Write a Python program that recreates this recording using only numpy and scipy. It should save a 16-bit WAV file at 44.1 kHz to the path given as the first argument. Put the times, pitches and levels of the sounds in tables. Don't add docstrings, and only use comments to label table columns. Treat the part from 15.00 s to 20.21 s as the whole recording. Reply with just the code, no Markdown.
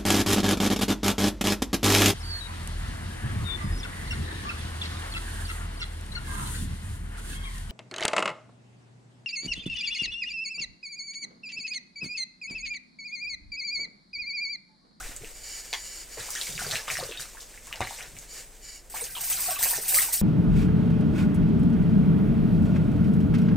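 import sys
import numpy as np
from scipy import signal
from scipy.fft import rfft, irfft
from scipy.io import wavfile

SR = 44100
rng = np.random.default_rng(int(sys.argv[2]) if len(sys.argv) > 2 else 0)


def put_to_file(sound):
    columns = np.atleast_2d(sound).T
    safe = np.clip(columns, -1, 1)
    whole_steps = np.round(safe * 32767)
    wavfile.write(sys.argv[1], SR, whole_steps.astype(np.int16))


N = 229937
T = np.arange(N) / SR

# (time [s], level [dB])
RUSTLE_LEVEL = [(0, -42.5), (.17, -49), (.3, -49.5), (1.08, -49.5), (1.3, -42.5), (2.2, -49), (2.52, -53.5),
                (2.95, -48), (3.13, -53.5), (3.23, -50), (3.28, -53), (3.38, -43), (3.52, -55), (3.85, -60)]
# (frequency [Hz], mean level [dB])
HUM_LINES = [(21, -57), (39.5, -56.5), (61, -67.5)]
# (time [s], length [s], level [dB])
LINE_PULLS = [(0.308, 0.42, -48), (0.422, 0.21, -43), (0.688, 0.37, -41.5), (1.073, 0.65, -44.5),
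              (3.264, 0.17, -43), (3.601, .215, -44)]
# (frequency [Hz], width [Hz], gain [dB])
REEL_MODES = [(1754, 15, 5.5), (1994, 30, 4), (2286, 63, 6), (2970, 270, -0.5), (4700, 260, 5.5),
              (5080, 130, 3), (5580, 590, 1.5), (6870, 330, 9), (8000, 320, -7)]
# (time [s], level [dB], centre [Hz])
TICKS = [(0.1642, -23.5, 7600), (0.2457, -28.5, 2680), (1.305, -17.5, 7470), (1.3526, -16.5, 6240),
         (1.4132, -18, 4030), (1.5785, -22, 2520), (1.7115, -16.5, 4250), (1.7558, -16, 2500),
         (1.874, -26, 2280), (1.882, -25, 3100), (1.9015, -16, 2320), (1.9695, -22, 1800),
         (2.036, -23.5, 4600), (2.113, -27, 3480), (2.173, -27.5, 3720), (2.197, -30, 1600),
         (2.213, -24.5, 7560), (2.254, -39.5, 1360), (2.348, -40.5, 960), (2.371, -37, 1600),
         (2.407, -33, 5200), (2.428, -28, 6200), (2.541, -43, 1740), (2.576, -36, 2140), (2.67, -27, 7200),
         (2.7272, -21, 2820), (2.758, -26, 4760), (2.774, -41, 840), (2.839, -35, 4480), (2.872, -27, 2080),
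         (2.909, -30, 7400), (3.0266, -30, 6110), (3.167, -35, 2260), (3.1877, -23.5, 6860),
         (4.152, -26, 3370), (4.243, -20.5, 5300), (4.442, -22, 2310), (4.628, -25.5, 2040),
         (4.894, -15, 7590), (4.944, -21.5, 2170), (5.129, -21, 4730)]
# (time [s], level [dB], chatter relative to snap [dB])
LID_SNAPS = [(0.7296, -19, -38), (0.7365, -20, -19), (0.7426, -26, -9)]
# (time [s], level [dB])
HEEL_KNOCKS = [(2.8062, -15), (2.8175, -29)]
# (frequency [Hz], gain [dB], t60 [s])
FLOOR_MODES = [(113, -4.5, 0.24), (244, -5.5, 0.14), (375, -5, 0.094), (740, -1, 0.22), (810, 10.5, 0.036),
               (930, 12.5, 0.02), (2490, 10, 0.0059)]
# (time [s], level [dB], start pitch [Hz], end pitch [Hz])
GLUGS = [(0, -37, 1120, 1720), (.086, -46, 317, 228), (.207, -44.5, 443, 336), (1.17, -35.5, 683, 290),
         (1.197, -41, 1260, 2030), (1.281, -40, 490, 1510), (1.348, -36.5, 1093, 2080)]
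# (time [s], level [dB], starting pitch [Hz], t60 [s])
BIG_BUBBLES = [(0.235, -38.5, 400, 0.028), (1.358, -27.5, 1850, 0.027), (1.373, -31, 1800, 0.037),
               (1.39, -40.5, 1350, 0.051), (1.47, -29.5, 2160, 0.017), (1.592, -27, 1475, 0.015),
               (1.605, -30, 1420, 0.024), (1.617, -34, 754, 0.024), (1.666, -33, 467, 0.052),
               (1.761, -30, 2670, 0.03), (1.881, -23.5, 1120, 0.0067), (1.954, -23.5, 1910, .02),
               (1.988, -29, 705, 0.047), (2.027, -29, 491, 0.035), (2.09, -33, 455, 0.059),
               (2.121, -29.5, 2640, 0.019), (2.174, -32, 3610, 0.047), (2.908, -32.5, 830, 0.024),
               (3.005, -34.5, 1590, 0.015), (3.008, -30, 2270, 0.011), (3.942, -30.5, 820, 0.011),
               (4.01, -26, 8700, 0.033), (4.019, -38.5, 457, 0.047), (4.155, -29.5, 3170, 0.039),
               (4.167, -32.5, 990, 0.015), (4.482, -32, 714, 0.17), (4.559, -30, 2630, .04),
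               (4.565, -33.5, 1117, 0.054), (4.658, -28, 694, 0.0099), (4.729, -30.5, 860, 0.019),
               (4.735, -28.5, 1810, 0.035), (4.778, -32, 725, 0.0076), (4.785, -32.5, 420, 0.028),
               (4.97, -29, 1232, 0.053), (4.987, -17.5, 1980, 0.015), (5.086, -36, 866, 0.026)]
# (time [s], hold [s], wet fizz [dB], squelch [dB], rumble [dB])
BOOT_PRESSES = [(0, 0.1, -62, -48.5, -70), (.208, 0.027, -86, -52.5, -53), (1.17, 0.045, -55, -43, -51),
                (1.3, 0.18, -51, -76, -89), (1.485, 0.11, -55, -62, -49.5),
                (1.585, 0.12, -50.5, -43.5, -48.5), (1.708, 0.056, -46.5, -36, -47),
                (1.873, 0.042, -53, -42, -66), (1.903, 0.036, -45.5, -45, -51.5),
                (1.975, 0.09, -56, -47, -52), (2.08, 0.092, -63, -50.5, -79),
                (2.192, 0.011, -51, -45, -51.5), (2.37, 0.051, -60.5, -53, -77),
                (2.665, 0.19, -69.5, -52.5, -63.5), (2.803, 0.01, -53.5, -35, -42),
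                (2.865, 0.12, -58, -51, -80), (2.982, 0.052, -60.5, -47, -68),
                (3.06, 0.13, -94, -69, -56.5)]
# (time [s], hold [s], fine mist [dB], splatter [dB], churned water [dB])
FISH_SURGES = [(3.895, .05, -47.5, -53, -55), (3.941, 0.063, -39.5, -46.5, -42),
               (4.045, 0.013, -42, -51, -46), (4.1, 0.061, -42, -50.5, -63),
               (4.148, 0.027, -43.5, -44, -46), (4.203, .2, -34, -42.5, -48),
               (4.295, 0.041, -51, -41.5, -42), (4.395, .13, -33, -40, -48.5),
               (4.47, 0.052, -54, -53, -40.5), (4.585, 0.054, -32.5, -39, -41),
               (4.624, 0.089, -28, -38, -41), (4.742, 0.012, -44, -38, -41.5),
               (4.81, 0.09, -36, -44.5, -48), (4.879, 0.091, -26, -42, -41),
               (4.943, 0.053, -27, -38.5, -43.5), (5.015, 0.084, -38.5, -40.5, -44),
               (5.128, 0.014, -28, -36.5, -43)]
# (time [s], fine mist [dB], splatter [dB], t60 [s])
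TAIL_SLAPS = [(3.945, -51, -45, 0.11), (4.04, -38, -35.5, 0.055), (4.3, -26, -35.5, 0.076),
              (4.6278, -19.5, -30, 0.033), (4.881, -32, -37, 0.067), (4.944, -23, -37, 0.066),
              (4.972, -25, -56, 0.05), (5.0177, -30, -33, 0.12), (5.125, -26.5, -51, .14)]
# (frequency [Hz], gain [dB])
HEATER_SPECTRUM = [(25, -12), (60, -8), (110, 0), (200, -4.5), (520, -2), (1100, -14.5), (1800, -15.5),
                   (3200, -26), (8400, -18.5), (11000, -22), (13800, -28), (16000, -29)]
JACKET_SPECTRUM = [(200, -17.5), (500, -7.5), (1100, -12), (2100, -5.5), (3300, -10), (4600, -9.5),
                   (8000, -4), (9200, -8), (11200, -20.5), (13800, -10.5), (16000, -25)]
LID_SPECTRUM = [(180, -49), (300, -23), (599, -16.5), (780, -7.5), (1400, -19), (1790, -4.5), (2350, -6),
                (2630, -15), (3200, -12.5), (4400, -14), (7130, -21.5), (10500, -34), (14000, -34)]
MAT_SPECTRUM = [(40, -34), (80, -1), (140, 3), (190, -8), (300, -15.5), (450, -12.5), (900, -39)]
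FIZZ_SPECTRUM = [(1000, -40), (2500, -18), (3380, -17.5), (4140, -24), (4880, -12.5), (8940, -12.5),
                 (11500, -21.5), (14500, -17), (16000, -40)]
SQUELCH_SPECTRUM = [(150, -59), (250, -35), (479, 2), (1040, -4.5), (1800, 5), (2630, -1), (3100, -10),
                    (4000, -5), (5200, -73), (8800, -120)]
MIST_SPECTRUM = [(2500, -43), (5000, -8.5), (7130, -8.5), (8140, 1.5), (11400, -8), (14100, 0), (15400, -5),
                 (16200, -39)]
SPLATTER_SPECTRUM = [(1200, -16), (2400, -5.5), (3300, -8), (4580, -1.5), (5300, -3), (7000, -1),
                     (9000, -8), (14000, -30)]
CHURN_SPECTRUM = [(150, -30), (250, -28), (611, -14), (694, 2), (780, 3), (1130, -28), (1400, 0.5),
                  (2040, -1), (4000, -13), (5200, -54), (8800, -120)]
SIDE_SPECTRUM = [(40, -12), (250, -12), (2000, -17), (4500, -11.5), (6500, -8), (8000, -4.5), (9500, 4.5),
                 (15000, 4)]

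PULL_RAMP_S = .05
TICK_T60_S, TICK_RISE_CYCLES = .02, 1.7
GLUG_S = 0.0146
BUBBLE_RISE = 0.155
PRESS_ATTACK_S, FIZZ_T60_S, SQUELCH_T60_S = .007, .3, .24
MAT_ATTACK_S, MAT_T60_S = 0.0031, 0.064
SURGE_ATTACK_S, SPRAY_T60_S, CHURN_T60_S = .005, .38, .3
SLOSH_DB = -20
TENT_TAIL_DB, TENT_T60_S = -3.5, .15
TOP_HZ = 16000


def undb(db):
    return 10 ** (np.asarray(db) / 20)


def unit(x):
    return x / np.sqrt(np.mean(x ** 2))


def fade(t, t60):
    return np.exp(-np.log(1000) * t / max(t60, 1e-3))


def add(out, s, sound):
    i = max(int(s * SR), 0)
    out[i:i + len(sound)] += sound[:max(N - i, 0)]


def colour(x, points, size=2048):
    hz, db = np.transpose(points)
    bins = np.maximum(np.fft.rfftfreq(size, 1 / SR), 1)
    outline = undb(np.interp(np.log(bins), np.log(hz), db))
    cepstrum = irfft(np.log(outline))
    cepstrum[1:size // 2] *= 2
    cepstrum[size // 2 + 1:] = 0
    response = irfft(np.exp(rfft(cepstrum)))
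    return signal.fftconvolve(x, response)[:len(x)]


def walk(rate):
    return np.interp(T * rate, np.arange(N), rng.standard_normal(N))


def swells(rows, column, attack_s, t60):
    power, t = np.zeros(N), T[:SR]
    for row in rows:
        start, hold = row[:2]
        attack = np.minimum(t / max(attack_s, 1e-3), 1)
        shape = attack * fade(np.maximum(t - hold, 0), t60)
        add(power, start, (undb(row[column]) * shape) ** 2)
    return np.sqrt(power)


def patter(rate, spread_db):
    hit = rng.random(N) < rate / SR
    size = undb(spread_db * np.minimum(rng.exponential(size=N), 4))
    return unit(hit * size * rng.choice([-1, 1], N))


def bubble(hz, t60, rise):
    life = max(t60, .002)
    t = T[:int(life * SR)]
    turns = hz * (t + rise * t ** 2 / (2 * life))
    onset = 1 - np.exp(-2 * hz * t)
    return np.sin(2 * np.pi * turns) * fade(t, t60) * onset


def froth(low_hz, high_hz, cycles, spread_db, count):
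    out = np.zeros(N)
    for when, pitch, size, life in rng.random((count, 4)):
        hz = low_hz * (high_hz / low_hz) ** pitch
        gain = undb(spread_db * size) * np.sqrt(hz)
        add(out, when * N / SR, gain * bubble(hz, cycles * (.5 + life) / hz, rise=0.21))
    return unit(out)


def crack(points, t60, tail_db, tail_t60):
    t = T[:SR // 3]
    envelope = fade(t, t60) + undb(tail_db) * fade(t, tail_t60)
    sound = colour(rng.standard_normal(len(t)) * envelope, points)
    return sound / np.abs(sound).max()


def background():
    hiss = undb(-59.0) * unit(colour(rng.standard_normal(N), HEATER_SPECTRUM))
    fabric = unit(colour(patter(rate=8000, spread_db=2.0), JACKET_SPECTRUM))
    rustle = fabric * undb(np.interp(T, *np.transpose(RUSTLE_LEVEL)) + 2.4 * walk(35))
    hum = np.zeros(N)
    for hz, db in HUM_LINES:
        line = unit(np.sin(2 * np.pi * hz * T + 1.4 * walk(6.5)))
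        hum += line * undb(db + 2.4 * walk(11))
    deep = [(24, -2.5), (42, -16), (70, -21), (300, -62)]
    flutter = unit(colour(rng.standard_normal(N), deep)) * fade(T, 1.17)
    return hiss + rustle + hum + undb(-36.0) * flutter


def tent(x, wall_db, tail_db, t60, count=4):
    t = T[:SR // 3]
    shares = np.array([walk(60) for _ in range(count)])
    shares /= np.linalg.norm(shares, axis=0)
    out = np.zeros(N)
    for share in shares:
        tail = unit(rng.standard_normal(len(t)) * fade(t, t60) * (t > .003))
        path = undb(tail_db) * tail / np.sqrt(len(t))
        walls = (rng.uniform(.005, .013, size=2) * SR).astype(int)
        path[walls] += undb(wall_db)
        out += signal.fftconvolve(x * share, path)[:N]
    return out


def reel():
    speed = np.zeros(N)
    for s, length, db in LINE_PULLS:
        ramp = np.minimum(T - s, s + length - T) / PULL_RAMP_S
        speed += undb(db) * np.clip(ramp, 0, 1)
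    friction = patter(rate=6000, spread_db=3.5)
    body = np.zeros(N)
    for hz, width, db in REEL_MODES:
        body += undb(db) * signal.lfilter(*signal.iirpeak(hz, hz / width, fs=SR), friction)
    return undb(-3) * speed * unit(body) * undb(1.2 * walk(45))


def ticks():
    out, t = np.zeros(N), T[:SR // 3]
    for s, db, hz in TICKS:
        body = [(hz / 4, -34), (hz / 1.5, -6), (hz, 0), (hz * 1.2, -5), (hz * 3, -20)]
        contact = crack(body, t60=.007, tail_db=-17, tail_t60=TICK_T60_S)
        age = hz * t / TICK_RISE_CYCLES
        pop = np.sin(2 * np.pi * hz * t) * (age * np.exp(1 - age)) ** 2
        add(out, s, undb(db) * (undb(-4) * contact + undb(-2) * pop))
    return out


def lid():
    out = np.zeros(N)
    for s, db, chatter_db in LID_SNAPS:
        snap = crack(LID_SPECTRUM, t60=0.0059, tail_db=chatter_db, tail_t60=0.082)
        add(out, s, undb(db + 5.0) * snap)
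    return out


def heel():
    out, t = np.zeros(N), T[:SR // 3]
    ring = np.zeros(len(t))
    for hz, db, t60 in FLOOR_MODES:
        ring += undb(db) * np.sin(2 * np.pi * hz * t) * fade(t, t60)
    ring /= np.abs(ring).max()
    for s, db in HEEL_KNOCKS:
        squirt = crack(SPLATTER_SPECTRUM, t60=0.016, tail_db=-18, tail_t60=.1)
        add(out, s, undb(db) * (ring + undb(-11) * squirt))
    return out


def glugs():
    out, t = np.zeros(N), T[:int(GLUG_S * SR)]
    for s, db, start_hz, end_hz in GLUGS:
        turns = np.cumsum(np.linspace(start_hz, end_hz, len(t))) / SR
        add(out, s, undb(db) * np.sin(2 * np.pi * turns) * np.sin(np.pi * t / GLUG_S))
    return out


def plops():
    out = np.zeros(N)
    for s, db, hz, t60 in BIG_BUBBLES:
        collapse = .05 * rng.standard_normal(SR // 40) * fade(T[:SR // 40], .02)
        collapse[0] = 1
        ring = signal.fftconvolve(bubble(hz, t60, rise=BUBBLE_RISE * 2 * rng.random()), collapse)
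        add(out, s, undb(db) * ring / np.abs(ring).max())
        for late, pitch in rng.random((3, 2)):
            companion = bubble(hz * 2 ** (1.4 * pitch - .5), t60 / 2, rise=0.12)
            add(out, s + .028 * late, undb(db - 4.5) * companion)
    return out


def boots():
    fizz = unit(colour(patter(rate=2200, spread_db=2), FIZZ_SPECTRUM)) * undb(2.5 * walk(60))
    squelch = unit(colour(patter(rate=350, spread_db=2), SQUELCH_SPECTRUM)) * undb(3 * walk(50))
    air = froth(low_hz=650, high_hz=4350, cycles=16, spread_db=18, count=600)
    beads = froth(low_hz=3500, high_hz=9000, cycles=26, spread_db=20, count=1100)
    rumble = unit(colour(patter(rate=500, spread_db=2), MAT_SPECTRUM))
    seep = swells(BOOT_PRESSES, column=2, attack_s=PRESS_ATTACK_S, t60=FIZZ_T60_S)
    gush = swells(BOOT_PRESSES, column=3, attack_s=PRESS_ATTACK_S, t60=SQUELCH_T60_S)
    weight = swells(BOOT_PRESSES, column=4, attack_s=MAT_ATTACK_S, t60=MAT_T60_S)
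    wet = seep * undb(7.5) * (fizz + beads)
    wet += gush * (undb(-3.5) * squelch + undb(-5.0) * air)
    return wet + weight * rumble


def fish():
    fine = swells(FISH_SURGES, column=2, attack_s=SURGE_ATTACK_S, t60=SPRAY_T60_S)
    coarse = swells(FISH_SURGES, column=3, attack_s=SURGE_ATTACK_S, t60=SPRAY_T60_S)
    for s, mist_db, splatter_db, t60 in TAIL_SLAPS:
        slap = fade(T[:SR // 2], t60)
        add(fine, s, undb(mist_db) * slap)
        add(coarse, s, undb(splatter_db) * slap)
    rumble = undb(SLOSH_DB) * coarse * unit(colour(patter(rate=620, spread_db=2.5), MAT_SPECTRUM))

    mist = unit(colour(patter(rate=7600, spread_db=0.5), MIST_SPECTRUM))
    beads = froth(low_hz=6800, high_hz=15200, cycles=37, spread_db=14, count=2500)
    beads = unit(colour(beads, MIST_SPECTRUM))
    splatter = unit(colour(patter(rate=1500, spread_db=2.2), SPLATTER_SPECTRUM))
    drops = froth(low_hz=1700, high_hz=8000, cycles=28, spread_db=20, count=1500)
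    drops = unit(colour(drops, SPLATTER_SPECTRUM))
    spray = fine * undb(2 * walk(130)) * (undb(-3.0) * mist + undb(-8.0) * beads)
    spray += coarse * undb(2 * walk(70)) * unit(splatter + drops)

    water = unit(colour(patter(rate=500, spread_db=1), CHURN_SPECTRUM))
    air = froth(low_hz=900, high_hz=3200, cycles=26, spread_db=16, count=700)
    gurgle = froth(low_hz=330, high_hz=1000, cycles=16, spread_db=12, count=350)
    churn = swells(FISH_SURGES, column=4, attack_s=SURGE_ATTACK_S, t60=CHURN_T60_S)
    churned = churn * (undb(-5.5) * water + undb(-4) * air + undb(-16) * gurgle)
    return spray + churned + rumble


def scene():
    hits = plops() + glugs() + ticks() + lid() + heel()
    ahead = fish() + boots() + reel() + hits
    across = fish() + boots() + reel() + hits
    mid = undb(-0.47) * (ahead + tent(ahead, wall_db=-10.5, tail_db=TENT_TAIL_DB, t60=TENT_T60_S))
    side = undb(-3) * (across + tent(across, wall_db=-8.0, tail_db=TENT_TAIL_DB, t60=TENT_T60_S))
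    mid = mid + background()
    side = colour(side + background(), SIDE_SPECTRUM)
    return np.array([mid + side, mid - side])


def record(dry):
    return signal.sosfilt(signal.ellip(10, .2, 75, TOP_HZ, fs=SR, output="sos"), dry)


dry = scene()
out = record(dry)
put_to_file(out)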